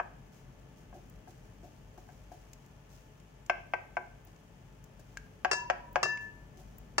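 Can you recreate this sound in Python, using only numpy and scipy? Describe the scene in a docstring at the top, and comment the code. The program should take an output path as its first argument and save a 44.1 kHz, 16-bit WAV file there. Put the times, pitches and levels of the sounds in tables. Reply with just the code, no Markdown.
"""A wooden spatula stirs melted chocolate in a glass bowl on a glass plate, close by in a humming kitchen.
A firm knock on the bowl's wall comes first, then swishing, groaning strokes with faint knocks and soft smacks.
Three hard knocks fall on the left wall midway, then, after a light tap on the bowl, three more towards the
right one. These tip the bowl, which drops back on the plate with a clink; a last clink falls at the very end.
Blows are damped modes plus shaped clacks; strokes are grainy noise; the room adds echo, noise and hum."""
import sys
import numpy as np
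from scipy import signal
from scipy.fft import rfft, irfft, next_fast_len
from scipy.io import wavfile
from scipy.ndimage import map_coordinates

SR = 44100
rng = np.random.default_rng(int(sys.argv[2]) if len(sys.argv) > 2 else 0)


def unload_wav(signal):
    """Save mono or channel-first audio to the path in sys.argv[1] as 16-bit WAV at rate SR, clipped to [-1, 1]."""
    wavfile.write(
        sys.argv[1],
        SR,
        np.round(np.clip(np.atleast_2d(signal).T, -1, 1) * 32767).astype(np.int16),
    )


N = 308694
T = np.arange(SR) / SR  # s, time within one blow or stroke

# Glass grating on glass, as a spectrum. Each row: frequency in Hz, relative level in dB.
GRATING = [(100, -26), (230, -31), (360, -2.5), (1300, -1.5), (1800, -4.5), (2300, -13.5), (3400, -19.5),
           (5200, -9), (7200, -14.5), (7900, -18), (10000, -28), (15000, -43)]


def amp(db):
    """Decibels to gain."""
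    return 10 ** (np.asarray(db) / 20)


def unit(x):
    """Scale to rms 1."""
    return x / np.sqrt(np.mean(x ** 2) + 1e-20)


def along(points, hz):
    """Interpolate (Hz, value) points on a log frequency axis."""
    f, v = np.transpose(points)
    return np.interp(np.log(hz + 1), np.log(f + 1), v)


def curve(rows):
    """Interpolate (s, value) rows to one value per sample."""
    return np.interp(np.arange(N) / SR, *np.transpose(rows))


def wobble(rate):
    """A smooth random curve with rate knots a second."""
    at = np.linspace(0, N, N // 128)
    coarse = map_coordinates(rng.standard_normal(int(N * rate / SR) + 4), [at * rate / SR])
    return np.interp(np.arange(N), at, coarse)


def filtered(x, response):
    """Multiply the spectrum of x by a response of frequency."""
    n = x.shape[-1]
    m = 2 * next_fast_len(n // 2 + SR // 20, True)
    return irfft(rfft(x, m) * response(np.fft.rfftfreq(m, 1 / SR)), m)[..., :n]


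def causal(gain):
    """The minimum-phase response with this gain: it starts at once and rings afterwards."""
    cepstrum = irfft(np.log(np.maximum(gain, 1e-6)))
    half = len(cepstrum) // 2
    fold = np.r_[1, np.full(half - 1, 2), 1, np.zeros(half - 1)]
    return np.exp(rfft(cepstrum * fold))


def add(track, s, sound):
    """Mix a sound in at time s."""
    start = max(round(s * SR), 0)
    track[:, start:start + sound.shape[1]] += sound[:, :N - start]


def placed(x, left_db, lag_ms):
    """Make a sound louder and later at the left microphone, half the difference on each side."""
    sides = np.array([[.5], [-.5]])

    def paths(hz):
        delay = np.exp(-2j * np.pi * hz * sides * lag_ms / 1000)
        return amp(sides * left_db) * delay

    return filtered(x, paths)


def knocks():
    """Wood meets the bowl's wall through a cushion of chocolate: wall ring plus the blade's clack."""
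    # Spatula on the bowl. Each row: start in seconds, level in dB, contact brightness in Hz,
    # place from 0 (left wall) to 1 (right wall), wall ring in dB.
    blows = [(0.0, -17, 1840, 0.41, -4), (.928, -44, 1200, 1, 2.5), (1.274, -48.5, 1320, 0.89, 6),
             (1.636, -49, 1000, 1, -1), (1.976, -45, 1270, 0.66, 5.5), (2.089, -49.5, 1780, 0.66, 8.5),
             (2.317, -47, 1280, 0.73, 8.5), (3.4976, -14.5, 2740, 0.016, 0.5),
             (3.7363, -16.5, 2160, 0.057, 0), (3.969, -18, 1760, 0.029, 0), (5.448, -12, 2800, 0.78, -2),
             (5.700, -11.5, 2900, 0.96, -6.5), (5.958, -11.5, 2780, 1, -4.5)]
    # Modes of the bowl, damped by chocolate and hand. Each row: frequency in Hz, t60 in seconds,
    # level struck left in dB, level struck right in dB, left minus right in dB; levels before scatter.
    bowl_modes = [(368, .2, -26, -24, 3), (570, .11, -25.5, -20, 6), (640, .04, -32, -17, 8),
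                  (733, .08, -16, -4.5, 7), (845, .06, -13, -13, 7), (987, .15, -28, -27, -1),
                  (1130, .08, -26, -28, 3), (1560, .075, -9.5, -26, 4), (1620, .075, -26, -10.5, 3),
                  (2140, .045, -13, -25, 5), (2220, .04, -12, -30, 5), (2340, .045, -16, -32, 5),
                  (2525, .04, -14, -26, 5), (2605, .04, -15, -32, 5), (4990, .05, -22, -24, 5),
                  (5510, .05, -16, -25, 7)]
    # The blade's dull clack, as a spectrum. Each row: frequency in Hz, relative level in dB.
    wood_spectrum = [(100, -42), (300, -61), (480, -2), (720, 6.5), (1400, -1.5), (1900, -4), (2350, -8),
                     (3000, -8), (3800, -21.5), (5200, -7.5), (7000, -3), (9500, -26), (16000, -10)]
    track = np.zeros((2, N))
    for s, db, bright_hz, place, ring_db in blows:
        wall = ring(bowl_modes, place, scatter_db=1, scatter_turn=.45)
        blade = clack(wood_spectrum, t60=.04, scattered=1.1)
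        contact = amp(ring_db) * wall + amp(27.0) * placed(blade, left_db=-0.5, lag_ms=0)
        add(track, s, amp(db) * softened(contact, bright_hz, order=3))
    return placed(radiated(track, corner_hz=310), left_db=3.0, lag_ms=0.058)


def ring(modes, place, scatter_db, scatter_turn):
    """Damped modes; the place of contact sets their strengths, and each radiates unevenly to the two sides."""
    hz, t60, first_db, second_db, left_db = np.transpose(modes)
    chance = rng.standard_normal((len(hz), 2, 2))
    db = first_db + np.clip(place, 0, 1) * (second_db - first_db) + np.outer([.5, -.5], left_db)
    # a complex gain holds each mode's level and starting phase at each side
    gain = amp(db + scatter_db * chance[:, 0].T) * np.exp(1j * scatter_turn * chance[:, 1].T)
    phase = np.outer(np.float32(2 * np.pi * hz), np.float32(T))
    decay = np.outer(np.float32(-np.log(1000) / t60), np.float32(T))
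    fade = np.exp(np.maximum(decay, -20))
    rise = 1 - np.exp(-(T / .00025) ** 2)
    in_phase = np.float32(gain.real) @ (fade * np.cos(phase))
    quadrature = np.float32(gain.imag) @ (fade * np.sin(phase))
    return (in_phase - quadrature) * rise


def clack(spectrum, t60, scattered):
    """One sharp push, then its dense scatter inside the bowl and off the counter."""
    t = T[:SR // 10]
    scatter = rng.standard_normal((2, len(t))) * amp(-60 * t / t60) * (1 - np.exp(-t / 0.00072))
    push = (t == 0) + scattered * scatter / np.linalg.norm(scatter[0])
    push = push / np.hypot(1, scattered)
    sound = filtered(push, lambda hz: causal(amp(along(spectrum, hz))))
    return np.pad(sound, ((0, 0), (0, len(T) - len(t))))


def softened(x, corner_hz, order):
    """A longer contact weakens the high frequencies."""
    return filtered(x, lambda hz: causal(1 / np.sqrt(1 + (hz / corner_hz) ** (2 * order))))


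def radiated(x, corner_hz):
    """A small bowl pushes hardly any air below its lowest mode."""
    return filtered(x, lambda hz: causal(hz ** 3 / (hz ** 3 + corner_hz ** 3)))


def clinks():
    """The tipped bowl lands on the plate and rings freely until it settles and is damped."""
    # The bowl drops on the plate. Each row: start in seconds, level in dB, contact brightness in Hz,
    # place on the foot from 0 to 1, ring in dB, free ringing in seconds.
    drops = [(5.5135, -17.5, 13000, 0, 2.5, .44), (5.532, -19.5, 11000, .3, -12, .1),
             (6.030, -15, 11000, 1, .5, .27), (6.056, -22, 1400, .3, -10, .1),
             (6.982, -13, 12000, .3, -4, .2)]
    # Free ring of the glass, in split pairs. Each row: frequency in Hz, t60 in seconds, level at one side
    # of the foot in dB, level at the other in dB, left minus right in dB; levels before scatter.
    glass_modes = [(350, .25, -21, -22, 2), (395, .28, -24, -23, 5), (750, .2, -31, -29, -1),
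                   (958, 1.5, -26.5, -39, -3), (985, 1.1, -27, -37, 4), (1249, .2, -31, -31, -6),
                   (1330, .2, -30, -32, 9), (1716, .24, -13.5, -23, 9), (1746, .85, -29, -16, 5),
                   (2709, .45, -18, -17.5, 3), (3830, .3, -37, -43, 2), (4200, .25, -43, -42, 9),
                   (4808, .22, -27, -49, 12), (4953, .3, -40, -29, 10), (5076, .15, -24, -29, 8),
                   (5533, .18, -21, -28, 10), (6160, .4, -28, -38, 4), (6215, .35, -33, -32, 9),
                   (6880, .2, -44, -37, 3), (7110, .22, -28, -43, -4), (7235, .3, -33, -33, -9),
                   (8420, .16, -29, -50, -12), (8600, .16, -40, -40, -6), (10050, .15, -36, -58, -1),
                   (10230, .15, -58, -43, 0)]
    track = np.zeros((2, N))
    for s, db, bright_hz, place, ring_db, free_s in drops:
        tones = amp(ring_db) * ring(glass_modes, place, scatter_db=1, scatter_turn=.4)
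        tones += amp(-27) * shimmer(3600, 15000, t60=.25, count=40)
        tones = off_moving_hand(tones, share=.4, speed=.7)
        settled = amp(-8 * np.clip((T - free_s) / 0.039, 0, 1))  # drops 8 dB within 39 ms
        grate = clack(GRATING, t60=.045, scattered=1.9)
        contact = tones * settled + amp(29.5) * grate
        add(track, s, amp(db) * softened(contact, bright_hz, order=2))
    return placed(radiated(track, corner_hz=243), left_db=2.5, lag_ms=0.13)


def shimmer(low_hz, high_hz, t60, count):
    """A crowd of faint upper partials of bowl and plate; the higher, the shorter."""
    hz = low_hz * (high_hz / low_hz) ** ((np.arange(count) + rng.random(count)) / count)
    db = along(GRATING, hz)
    modes = np.c_[hz, t60 * low_hz / hz, db, db, np.zeros(count)]
    return ring(modes, 0, scatter_db=3, scatter_turn=2)


def off_moving_hand(x, share, speed):
    """The stirring hand, at speed m/s, reflects the ring with a slight Doppler shift, so that it beats."""
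    shift = 2 * speed / 343  # 343 m/s is the speed of sound
    delay = .0015  # s
    echo = np.array([np.interp(T * (1 + shift) - delay, T, side, left=0) for side in x])
    return x + share * echo


def stirring():
    """Strokes swish and leave a fading wake of bubbles; pressed along the wall, wood judders and bowl groans."""
    # The blade ploughs through the chocolate. Each row: start in seconds, length in seconds,
    # wet swish in dB, rubbing groan in dB.
    strokes = [(0.32, 0.15, -67.5, -73), (0.755, .14, -70, -69.5), (0.94, 0.067, -67, -53),
               (1.277, 0.065, -63.5, -60), (1.628, .085, -66.5, -54.5), (1.975, .03, -64, -53),
               (2.098, 0.11, -71.5, -70), (2.314, 0.061, -63.5, -53), (2.89, 0.2, -65.5, -77),
               (4.267, .04, -67, -60), (4.991, 0.034, -65.5, -57.5), (5.07, .12, -75, -75),
               (6.204, 0.083, -65.5, -73), (6.57, 0.091, -62.5, -59)]
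    # Wet squelch, as a spectrum. Each row: frequency in Hz, relative level in dB per Hz.
    squelch = [(1000, -41.5), (2500, -10.5), (3900, -13), (6500, -6.5), (8500, -16.5), (12000, -18),
               (15000, -14.5)]
    # Rubbing groan, as a spectrum. Each row: frequency in Hz, relative level in dB per Hz.
    groan_spectrum = [(120, -41), (220, -6), (365, 16), (461, -39.5), (560, 5.5), (749, 13), (986, -28),
                      (1310, -30.5), (1570, -17), (1900, -34), (3200, -53)]
    swell_skew = 0.41  # under 1: a stroke swells fast and fades slowly
    wake_db, wake_s = -8.5, 0.32  # bubbles behind a stroke: level re its swish, time to fade by 1/e
    simmer_db = -73  # the steady squelch of the turning mass
    swell = np.zeros((3, N))
    for s, length, swish_db, groan_db in strokes:
        progress = np.clip(T / length, 0, 1)
        push = np.sin(np.pi * progress ** swell_skew)
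        trail = progress * np.exp(-T / wake_s)
        levels = [amp(swish_db) * push, amp(groan_db) * push, amp(swish_db + wake_db) * trail]
        add(swell, s, np.array(levels))
    swish_level, groan_level, wake_level = swell
    wake = np.hypot(amp(simmer_db), wake_level) * grains(squelch, rate=1500, smooth=1)
    swish = swish_level * grains(squelch, rate=1500, smooth=0.51)
    groan = groan_level * unit(grains(groan_spectrum, rate=780, smooth=0.61).mean(0))
    return placed(wake + swish + groan, left_db=1.0, lag_ms=0.094)


def grains(spectrum, rate, smooth):
    """Tiny bursts of uneven size, rate a second on average, over a smooth hiss; rms 1."""
    bursts = (rng.random(N) < rate / SR) * rng.standard_normal((2, N)) * amp(1.3 * rng.standard_normal(N))
    fizz = unit(bursts) + smooth * rng.standard_normal((2, N))
    return unit(filtered(fizz, lambda hz: causal(amp(along(spectrum, hz)))))


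def smacks():
    """Films of chocolate snap, thin ones brighter; a light touch on the bowl adds a short 1620 Hz ring."""
    # Sticky smacks of the chocolate. Each row: start in seconds, level in dB,
    # strength of the bowl's ring (0 = none), tilt in dB per octave.
    snaps = [(1.098, -53, 0, 13), (2.533, -40.5, 0.019, 0.5), (2.662, -54, 0, 5), (3.2, -54, 0, -2),
             (3.463, -45.5, 0, 0.5), (4.25, -59, 0.13, 22), (4.362, -57, 0, -7), (4.841, -48.5, 0, 6.5),
             (4.996, -52, 0.27, 6), (5.1716, -35.5, 1.45, -5), (5.9295, -60.5, 0.18, 24),
             (6.174, -45.5, 0.35, -11), (6.783, -52.5, 0.1, 21)]
    # One snapping film, as a spectrum. Each row: frequency in Hz, relative level in dB before the tilt.
    film_spectrum = [(300, -49), (900, -52), (1400, -30), (2300, 9), (3800, -1), (6800, 12), (9000, -1),
                     (12000, -5.5), (15000, 1.5)]
    track = np.zeros((2, N))
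    bowl_ring = np.sin(2 * np.pi * 1620 * T) * amp(-60 * T / 0.035)
    for s, db, ring_share, tilt_db in snaps:
        tilted = [(hz, level + tilt_db * np.log2(hz / 7000)) for hz, level in film_spectrum]
        snap = clack(tilted, t60=.02, scattered=1.5)
        add(track, s, amp(db) * (amp(10.5) * snap + ring_share * bowl_ring))
    return placed(track, left_db=3.0, lag_ms=0.033)


def kitchen(x):
    """Hard walls answer within milliseconds; treble dies first, and the echoes drift as the hands move."""
    # Echo of the room. Each row: frequency in Hz, t60 in seconds.
    echo_times = [(200, 1), (800, 0.41), (2200, 0.47), (5000, 0.47), (12000, 0.089)]
    drift_hz = 1.1  # how fast the moving hands change the paths to the walls
    # two echo patterns for two microphones, each band of noise fading at its own rate
    hz, t, z = signal.stft(rng.standard_normal((2, 2, SR)), SR, nperseg=256)
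    fading = z * amp(-60 * t / along(echo_times, hz)[:, None])
    tails = signal.istft(fading, SR)[1][..., :SR] * (1 - np.exp(-T / 0.0053))
    tails = tails / np.linalg.norm(tails[0, 0])
    turn = 2 * np.pi * drift_hz * np.arange(N) / SR
    feeds = x.mean(0) * np.array([[np.cos(turn)], [np.sin(turn)]])
    return signal.fftconvolve(feeds, tails, axes=2).sum(0)[:, :N]


def background():
    """Room noise, alike at both microphones in the bass, and an appliance's wavering hum."""
    # Room noise, as a spectrum. Each row: frequency in Hz, relative level in dB per Hz.
    air_spectrum = [(15, -43), (25, -30.5), (43, 2.5), (75, -8.5), (139, -2), (398, -17), (429, -11),
                    (461, -19), (619, -14.5), (666, -18), (851, -19), (916, -21), (1780, -26.5),
                    (3100, -29), (3990, -41), (8730, -48), (11300, -47), (19200, -120)]
    # Likeness of the two sides. Each row: frequency in Hz, left-right likeness from 0 to 1.
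    likeness = [(60, 0.93), (150, 0.95), (300, 0.67), (800, 0.13), (3000, 0.083), (12000, 0.047)]
    # The room's low rumble. Each row: time in seconds, level in dB before the lift below.
    rumble_level = [(0.0, -56), (1.44, -56), (2.26, -58.5), (3.47, -61), (7.0, -54)]
    # Appliance hum. Each row: frequency in Hz, mean level in dB rms before placing.
    hum_tones = [(49.5, -62), (100, -67), (134, -66), (436, -75.5), (872, -78.5), (1739, -81)]
    rumble_lift_db, hiss_db = 1.5, -56

    def mid_and_side(hz):
        turn = np.arccos(np.clip(along(likeness, hz), -1, 1)) / 2
        return amp(along(air_spectrum, hz)) * [np.cos(turn), np.sin(turn)]

    mid, side = filtered(rng.standard_normal((2, N)), mid_and_side)
    air = unit(np.array([mid + side, mid - side]))
    rumble = filtered(air, lambda hz: 1 / (1 + (hz / 400) ** 2))
    hiss = air - rumble
    noise = amp(hiss_db) * hiss + amp(curve(rumble_level) + rumble_lift_db) * rumble
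    t = np.arange(N) / SR
    hum = np.zeros(N)
    for hz, db in hum_tones:
        tone = unit(np.sin(2 * np.pi * hz * t + .5 * wobble(3.814)))
        hum += amp(db + 0.25 * wobble(1.4)) * tone
    return placed(noise + hum, left_db=3, lag_ms=.07)


def scene():
    """The bowl close by, with the kitchen round it."""
    wood = knocks()
    glass = clinks()
    chocolate = smacks() + stirring()
    walls = kitchen(amp(-12.5) * wood + amp(-15) * glass + amp(-14) * chocolate)
    return wood + glass + chocolate + walls + background()


def record(dry):
    """The camera keeps nothing above its band limit of 15.8 kHz."""
    return filtered(dry, lambda hz: hz < 15800)


dry = scene()
out = record(dry)
unload_wav(out)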